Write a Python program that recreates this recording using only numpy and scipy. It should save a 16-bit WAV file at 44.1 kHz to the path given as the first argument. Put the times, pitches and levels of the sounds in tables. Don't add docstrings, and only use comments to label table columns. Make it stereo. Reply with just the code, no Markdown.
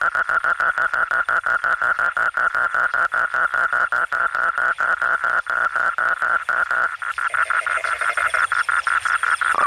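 import sys
import numpy as np
from scipy import signal
from scipy.io import wavfile
from scipy.ndimage import uniform_filter1d

SR = 44100
rng = np.random.default_rng(int(sys.argv[2]) if len(sys.argv) > 2 else 0)


def unload_audio(sound):
    columns = np.transpose(np.atleast_2d(sound))
    steps = np.round(np.clip(columns, -1, 1) * 32767)
    wavfile.write(sys.argv[1], SR, steps.astype(np.int16))


N = 426006
TIME = np.arange(N) / SR


def from_db(db):
    return 10 ** (np.asarray(db) / 20)


def gain_curve(rows):
    return from_db(np.interp(TIME, *np.transpose(rows)))


def bandpass(x, low_hz, high_hz, order=2):
    return signal.sosfilt(signal.butter(order, [low_hz, high_hz], "band", fs=SR, output="sos"), x)


def ring(clicks, hz, t60):
    r, w = from_db(-60 / (t60 * SR)), 2 * np.pi * hz / SR
    return signal.lfilter([0, np.sin(w)], [1, -2 * r * np.cos(w), r * r], clicks + 1e-18)


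def place(x, pan_db, lag_s):
    return np.array([from_db(pan_db / 2) * x, from_db(-pan_db / 2) * np.interp(TIME - lag_s, TIME, x)])


def since(starts, t, choke_s):
    k = np.clip(np.searchsorted(starts, t) - 1, 0, None)
    remaining = np.append(starts[1:], 99)[k] - t
    gate = np.sin(np.pi / 2 * np.clip(remaining / choke_s, 0, 1)) ** 2
    return k, np.maximum(t - starts[k], 0), gate


def night_air(flicker_db=5.0):
    # (frequency [Hz], relative density [dB])
    spectrum = [(40, -30.5), (80, -12.5), (200, -41), (400, -44.5), (650, -14), (1000, -25.5), (1410, -8.5),
                (2000, -14), (2650, -19.5), (3400, -26), (4300, -28.5), (5400, -25), (7000, -35.5),
                (9000, -30.5), (11000, -59), (15000, -69)]
    hz, density_db = np.transpose(spectrum)
    out, edges = 0, 30 * 2 ** np.arange(0, 9.2, .5)
    white = rng.standard_normal((2, 2, N))
    for k, (low, high) in enumerate(zip(edges, edges[1:])):
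        level_db = np.interp(np.log(low * high) / 2, np.log(hz), density_db)
        flicker = np.interp(TIME * 25, np.arange(400), rng.standard_normal(400))
        out = out + bandpass(white[k % 2], low, high) * from_db(level_db + flicker_db * flicker)
    return out / out.std()


def echoes(x):
    dull = signal.sosfilt(signal.butter(2, 3000, fs=SR, output="sos"), x)
    return x + sum(from_db(db) * np.roll(dull, int(s * SR), axis=1)
                   for s, db in [(.0117, -27.5), (.023, -31)])


def crickets(duty=.74, strokes_hz=124, fall_hz=700):
    # (time [s], chirp number)
    centres = [(0.144, 0), (1.874, 12), (3.595, 24), (5.319, 36), (7.038, 48), (7.608, 52), (8.176, 56),
               (8.608, 59), (9.05, 62), (9.641, 66)]
    # (time [s], level [dB])
    levels = [(0, -33), (6.9, -36), (7.3, -30.5), (9, -29), (9.66, -27)]
    s, number = np.transpose(centres)
    count = np.interp(TIME, [s[0] - 1, *s, s[-1] + 1], [number[0] - 7, *number, number[-1] + 7])
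    inside = ((count + duty / 2) % 1) / duty
    chirp = np.clip(inside / .1, .25, 1) * np.clip((1 - inside) / .09, .25, 1)
    stroke = (strokes_hz * TIME + .004 * np.cumsum(rng.standard_normal(N))) % 1
    sweep = np.cumsum(fall_hz * (.5 - stroke)) / SR
    wings = 0
    for hz, db in [(8980, 0), (9550, -9)]:
        waver = .1 * np.cumsum(rng.standard_normal(N))
        wings += from_db(db) * np.sin(2 * np.pi * (hz * TIME + sweep) + waver)
    return gain_curve(levels) * chirp * np.sin(np.pi * stroke) ** 2 * wings


def whistles(starts, level_db, start_hz, fall_hz, length_s, rough):
    k, age, gate = since(starts, TIME, choke_s=.002)
    hz = start_hz * (1 + .02 * rng.standard_normal(len(starts)))
    turns = hz[k] * age - fall_hz * age ** 2 / (2 * length_s)
    waver = rough * np.cumsum(rng.standard_normal(N))
    arch = np.sin(np.pi * np.clip(age / length_s, 0, 1))
    return from_db(level_db[k]) * arch * gate * np.sin(2 * np.pi * turns + waver)


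def peeping_frog(every_s=.042, jitter_s=.0036):
    # (time [s], relative level [dB])
    levels = [(0, -32.5), (6.9, -36), (7.3, -35), (8.2, -33.5), (9.66, -30.5)]
    beats = np.arange(.02, N / SR, every_s)
    early_late, soft_loud = rng.standard_normal((400, 2))[:len(beats)].T
    starts = beats + jitter_s * np.clip(early_late, -2, 2)
    level_db = np.interp(beats, *np.transpose(levels)) - 2 + 2.17 * soft_loud
    return whistles(starts, level_db, start_hz=3560, fall_hz=320, length_s=.022, rough=.03)


def high_insect(first_s=8.047, every_s=.244, gap_s=.046):
    group_db = (-30, -26, -24.5, -24, -24.5, -26.5, -28)
    whistle_db = (-5, -1, -0.5)
    starts, level_db = np.transpose([(first_s + every_s * group + gap_s * k, peak_db + db - 10)
                                     for group, peak_db in enumerate(group_db)
                                     for k, db in enumerate(whistle_db)])
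    return whistles(starts, level_db, start_hz=5730, fall_hz=850, length_s=.03, rough=.11)


def ticking_frog(first_s=.045, every_s=.0258):
    # (time [s], relative level [dB])
    levels = [(0, -18.5), (6.9, -24), (7.1, -16), (8.4, -22), (8.5, -44), (8.75, -16.5), (9.66, -21.5)]
    beats = np.arange(first_s, N / SR - .01, every_s)
    early_late, soft_loud = rng.standard_normal((500, 2))[:len(beats)].T
    clicks = np.zeros(N)
    clicks[((beats + .001 * early_late) * SR).astype(int)] = from_db(2.5 * soft_loud)
    return gain_curve(levels) * ring(bandpass(clicks + 1e-18, 1800, 4000), hz=2730, t60=.0041)


def rattling_frog(first_s=7.299, every_s=.0775, count=14):
    # (frequency [Hz], t60 [s], level [dB])
    throat = [(654, 0.044, 2), (2110, 0.027, 7.5), (2440, 0.035, -1.5)]
    clicks, pulse = np.zeros(N), np.arange(5)
    for k, jitter in enumerate(rng.standard_normal((count, 5))):
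        start = first_s + every_s * k + .0002 * k ** 2
        croak_db = -30 + .2254 * k + 1.5 * jitter[0]
        times = start + .0088 * pulse + .000438 * jitter
        clicks[(times * SR).astype(int)] = from_db(croak_db + .5 * jitter - .59 * pulse)
    soft = bandpass(1.21 * clicks + 1e-18, 480, 3000, order=3)
    return sum(from_db(db) * ring(soft, hz, t60) for hz, t60, db in throat)


def toad_pulses(notes, rest, per_pulse, opening_extra, hurry, opening_gap_s, gap_s, closing_gap_s):
    pulses, previous = [], -1
    for start, close, held_ms, (*counts, closing_count) in notes:
        waits = rest + per_pulse * np.array(counts, float)
        waits[0] += opening_extra * counts[0]
        waits[-1] -= hurry
        bursts = start + (close - start) * (np.cumsum(waits) - waits) / waits.sum()
        for s, count in zip(bursts, counts):
            step = opening_gap_s if s - previous > .045 else gap_s
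            pulses += [(s + step * k, 0) for k in range(count)]
            previous = pulses[-1][0]
        pulses += [(close + closing_gap_s * k, 0) for k in range(closing_count)]
        pulses.append((pulses[-1][0] + .0049, held_ms / 1000))
    return sorted(pulses)


def vocal_sac(pulses, modes, lag_s, fall_hz, held_db, rise_s, damp_s, octave_db, third_mode_rad):
    starts, held_s = np.transpose(pulses)
    wait = np.diff(starts, prepend=-1)
    opens_note, opens_burst = wait > .035, wait > .008
    click_db = 3.5 * opens_note + 7.5 * opens_burst
    detune, soft_loud, early_late = rng.standard_normal((len(starts), 3)).T
    pulse_db = .7 * soft_loud + .5 * opens_note
    starts = starts - .0001 + .00019 * np.clip(early_late, -2, 2)
    out = np.zeros((2, N))
    for side in (0, 1):
        k, age, gate = since(starts, TIME - side * lag_s, choke_s=.0016)
        live = age < .04
        k, age, gate = k[live], age[live], gate[live]
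        holds = held_s[k] > 0
        stretched = age + .00008 * (1 - np.exp(-age / .00018))
        for mode, (hz, t60, *side_db, lag_rad) in enumerate(modes):
            decay = from_db(-60 * age / t60) * np.exp(-(age / damp_s) ** 2)
            turns = hz * (1 + .008 * detune[k]) * stretched
            if mode == 1:
                fade = np.cos(np.pi / 2 * np.clip((age - held_s[k]) / .007 + .6, 0, 1))
                decay = np.where(holds, from_db(held_db) * fade, decay)
                turns -= holds * fall_hz * age ** 3 / (3 * (held_s[k] + .0069) ** 2)
            rise = 1 - np.exp(-(age * max(hz / 2000, 1) / rise_s) ** 2)
            phase = 2 * np.pi * (turns + side * hz * lag_s) - side * lag_rad
            tone = np.sin(phase + (mode == 2) * third_mode_rad)
            octave = (mode == 1) * holds * from_db(octave_db) * np.sin(2 * phase)
            gain = from_db(side_db[side] + pulse_db[k] + (hz > 4000) * click_db[k])
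            out[side, live] += gain * rise * decay * gate * (tone + octave)
    return out


def neighbour_toad(held_ms=10.8):
    # (start [s], closing burst [s])
    times = [(.1167, .17), (.213, .2734), (.4032, .465), (.5451, .605), (.707, .7651), (.8796, .94),
             (.992, 1.0546), (1.146, 1.208), (1.29, 1.352), (1.4361, 1.5), (1.5895, 1.65), (1.725, 1.783),
             (1.88, 1.9416), (2.03, 2.092), (2.19, 2.25), (2.3437, 2.405), (2.5009, 2.555), (2.648, 2.7089),
             (2.82, 2.8833), (2.968, 3.03), (3.1189, 3.18), (3.271, 3.3334), (3.442, 3.522),
             (3.615, 3.6804), (3.78, 3.847), (3.95, 4.012), (4.119, 4.18), (4.2827, 4.3398),
             (4.452, 4.5319), (4.63, 4.7), (4.785, 4.85), (4.968, 5.033), (5.13, 5.2083), (5.29, 5.355),
             (5.4663, 5.53), (5.642, 5.7219), (5.83, 5.9106), (5.995, 6.06), (6.1644, 6.228),
             (6.32, 6.3996), (6.495, 6.56), (6.6596, 6.725), (6.84, 6.9218), (7.0201, 7.0817),
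             (7.181, 7.2444), (7.3402, 7.4041), (7.5021, 7.5672), (7.6656, 7.7439), (7.8411, 7.9063),
             (8.0113, 8.0759), (8.1735, 8.2402), (8.339, 8.4193), (8.5191, 8.5853), (8.6877, 8.7673),
             (8.8706, 8.9504), (9.0534, 9.1323), (9.2317, 9.3147), (9.4138, 9.4943), (9.5925, 9.657)]
    # (time [s], level [dB])
    effort = [(0, 0.24), (3, 0.23), (6.8, 0.2), (7.4, 6.4), (7.9, 0.56), (8.4, 3.5), (9.66, 4.2)]
    # (frequency [Hz], t60 [s], left [dB], right [dB], right lag [rad])
    modes = [(966, 0.029, -35, -30, -1.5), (1396.5, 0.062, -6.5, 0, -3.5), (1636, 0.036, -14, -9.5, -4.5),
             (2685, 0.015, -35.5, -38, 1.3)]
    short, shy, full = (3, 1, 2, 4), (3, 1, 1, 1, 4), (3, 1, 2, 1, 4)
    notes = [(start, close, held_ms, short if close - start < .072 else shy if start < 6.8 else full)
             for start, close in times]
    pulses = toad_pulses(notes, rest=7.8, per_pulse=4.92, opening_extra=2.2, hurry=.28,
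                         opening_gap_s=.0063, gap_s=.0074, closing_gap_s=.0061)
    return gain_curve(effort) * vocal_sac(pulses, modes, lag_s=-.00055, fall_hz=200, held_db=-3.5,
                                          rise_s=.00084, damp_s=.0077, octave_db=-27, third_mode_rad=.15)


def slack_sac():
    # (time [s], relative level [dB], pitch [Hz], t60 [s])
    pulses = [(9.545, 13, 1190, 0.0112), (9.556, 2.5, 1190, 0.029), (9.58, 8, 1156, 0.071),
              (9.606, 5, 1196, 0.13), (9.6134, 12, 1310, 0.019), (9.623, 9, 1290, 0.029),
              (9.628, 6.5, 1211, 0.55)]
    starts, level_db, hz, t60 = np.transpose(pulses)
    k, age, gate = since(starts, TIME, choke_s=.00068)
    phase = 2 * np.pi * hz[k] * age * (1.0197 - 1.7 * age)
    body = np.sin(phase) + .05 * np.sin(2 * phase) + .34 * np.exp(-age / .0032) * np.sin(phase / 2)
    rise = 1 - np.exp(-(age / .00074) ** 2)
    decay = from_db(level_db[k] - 5 - 60 * age / t60[k])
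    return place(rise * decay * gate * body, pan_db=-4, lag_s=.00031)


def close_toad():
    # (start [s], closing burst [s], held tone [ms], pulses in each burst)
    notes = [(.0136, .0488, 11.4, (2, 2, 5)), (.1495, .1859, 9.8, (2, 2, 5)),
             (.2908, .3439, 16.5, (2, 2, 2, 4)), (.4416, .4908, 10.7, (2, 2, 2, 5)),
             (.5995, .6665, 10, (2, 2, 2, 2, 5)), (.7769, .8281, 11.4, (2, 2, 2, 5)),
             (.9349, 1.0022, 9.5, (2, 2, 2, 2, 5)), (1.1097, 1.1807, 13.5, (2, 2, 2, 2, 4)),
             (1.2864, 1.3549, 9.1, (2, 2, 2, 2, 5)), (1.4621, 1.534, 13.5, (2, 2, 2, 2, 4)),
             (1.6397, 1.708, 11.1, (2, 2, 2, 2, 5)), (1.8163, 1.8852, 12.1, (2, 2, 2, 2, 5)),
             (1.9886, 2.0557, 11.7, (2, 2, 2, 2, 5)), (2.1666, 2.2568, 14.2, (2, 2, 2, 2, 2, 4)),
             (2.3703, 2.4392, 12.4, (2, 2, 2, 2, 5)), (2.5459, 2.632, 9.8, (2, 2, 2, 2, 2, 5)),
             (2.7436, 2.8292, 10.1, (2, 2, 2, 2, 2, 5)), (2.9375, 3.0084, 9.3, (3, 1, 2, 2, 8)),
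             (3.1379, 3.2266, 10.4, (2, 2, 2, 2, 2, 4)), (3.3393, 3.41, 13.8, (3, 2, 2, 2, 7)),
             (3.5387, 3.6243, 12.2, (2, 1, 2, 2, 2, 5)), (3.7257, 3.8136, 9.3, (3, 2, 2, 1, 2, 5)),
             (3.9226, 4.0117, 8.1, (3, 2, 2, 2, 2, 5)), (4.1245, 4.2309, 9, (3, 2, 2, 1, 2, 2, 5)),
             (4.3473, 4.4502, 13.7, (2, 1, 2, 1, 2, 2, 7)), (4.5767, 4.6812, 10, (3, 1, 2, 2, 2, 2, 5)),
             (4.8029, 4.8898, 8.7, (2, 2, 2, 1, 2, 8)), (5.0165, 5.1211, 9.9, (3, 2, 2, 1, 2, 2, 5)),
             (5.2385, 5.3631, 8.1, (3, 2, 1, 2, 1, 2, 2, 5)),
             (5.4959, 5.6357, 13.7, (3, 2, 1, 1, 2, 1, 2, 2, 4)),
             (5.7553, 5.8615, 11.4, (3, 1, 2, 1, 2, 2, 5)), (5.982, 6.103, 8.1, (2, 2, 2, 1, 2, 2, 2, 5)),
             (6.2208, 6.3299, 10.4, (3, 2, 2, 1, 2, 2, 5)), (6.4881, 6.5946, 11.4, (3, 1, 2, 1, 2, 2, 5)),
             (6.7074, 6.8311, 8.7, (3, 2, 1, 2, 2, 2, 2, 5))]
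    # (time [s], level [dB])
    effort = [(0, 16), (3, 14), (7, 11)]
    # (frequency [Hz], t60 [s], left [dB], right [dB], right lag [rad])
    ring_and_click = [(653, 0.022, -25, -21.5, 0.71), (1431.3, .03, -3.5, -0.5, 2.386),
                      (1821, 0.0091, -10, -8.5, 2.85), (2980, 0.012, -36, -32, 2.34),
                      (4440, 0.0052, -38.5, -41, 3.7), (7100, 0.0028, -43, -45.5, 3.1)]
    sizzle = [(12000, .003, -42, -43, 2.6)]
    pulses = toad_pulses(notes, rest=21, per_pulse=1.45, opening_extra=3.1, hurry=.76,
                         opening_gap_s=.0069, gap_s=.0062, closing_gap_s=.0059)
    trill = vocal_sac(pulses, ring_and_click + sizzle, lag_s=.00008, fall_hz=168, held_db=-4.5,
                      rise_s=.00087, damp_s=.034, octave_db=-42.5, third_mode_rad=2.51)
    return gain_curve(effort) * trill


def scene():
    toads = close_toad() + neighbour_toad() + slack_sac()
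    chorus = (place(crickets(), pan_db=-.59, lag_s=.0005822)
              + place(high_insect(), pan_db=.3, lag_s=.00002)
              + place(peeping_frog(), pan_db=.3, lag_s=.00005)
              + place(rattling_frog(), pan_db=-6, lag_s=.0001)
              + place(ticking_frog(), pan_db=-2.5, lag_s=.0001))
    return echoes(toads + chorus) + from_db(-33) * night_air()


def record(dry):
    attack_s, release_s = .00027, .6
    squared = dry ** 2
    octave = .0015 * (squared - uniform_filter1d(squared, SR // 20))
    thump = .0087 * bandpass(squared, 30, 118)
    capsule = dry + octave + thump
    over_db = np.maximum(20 * np.log10(np.abs(capsule).max(axis=0) + 1e-9), 1e-3)
    over_db[0] = 12
    held_db = np.exp(np.maximum.accumulate(np.log(over_db) + TIME / release_s) - TIME / release_s)
    grip = 1 / (attack_s * SR)
    cut_db = signal.lfilter([grip], [1, grip - 1], held_db, zi=[over_db[0]])[0]
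    clipped = np.clip(capsule * from_db(.2941 - cut_db), -1, 1)
    return np.clip(signal.sosfilt(signal.cheby2(10, 60, 16000, fs=SR, output="sos"), clipped), -1, 1)


dry = scene()
out = record(dry)
unload_audio(out)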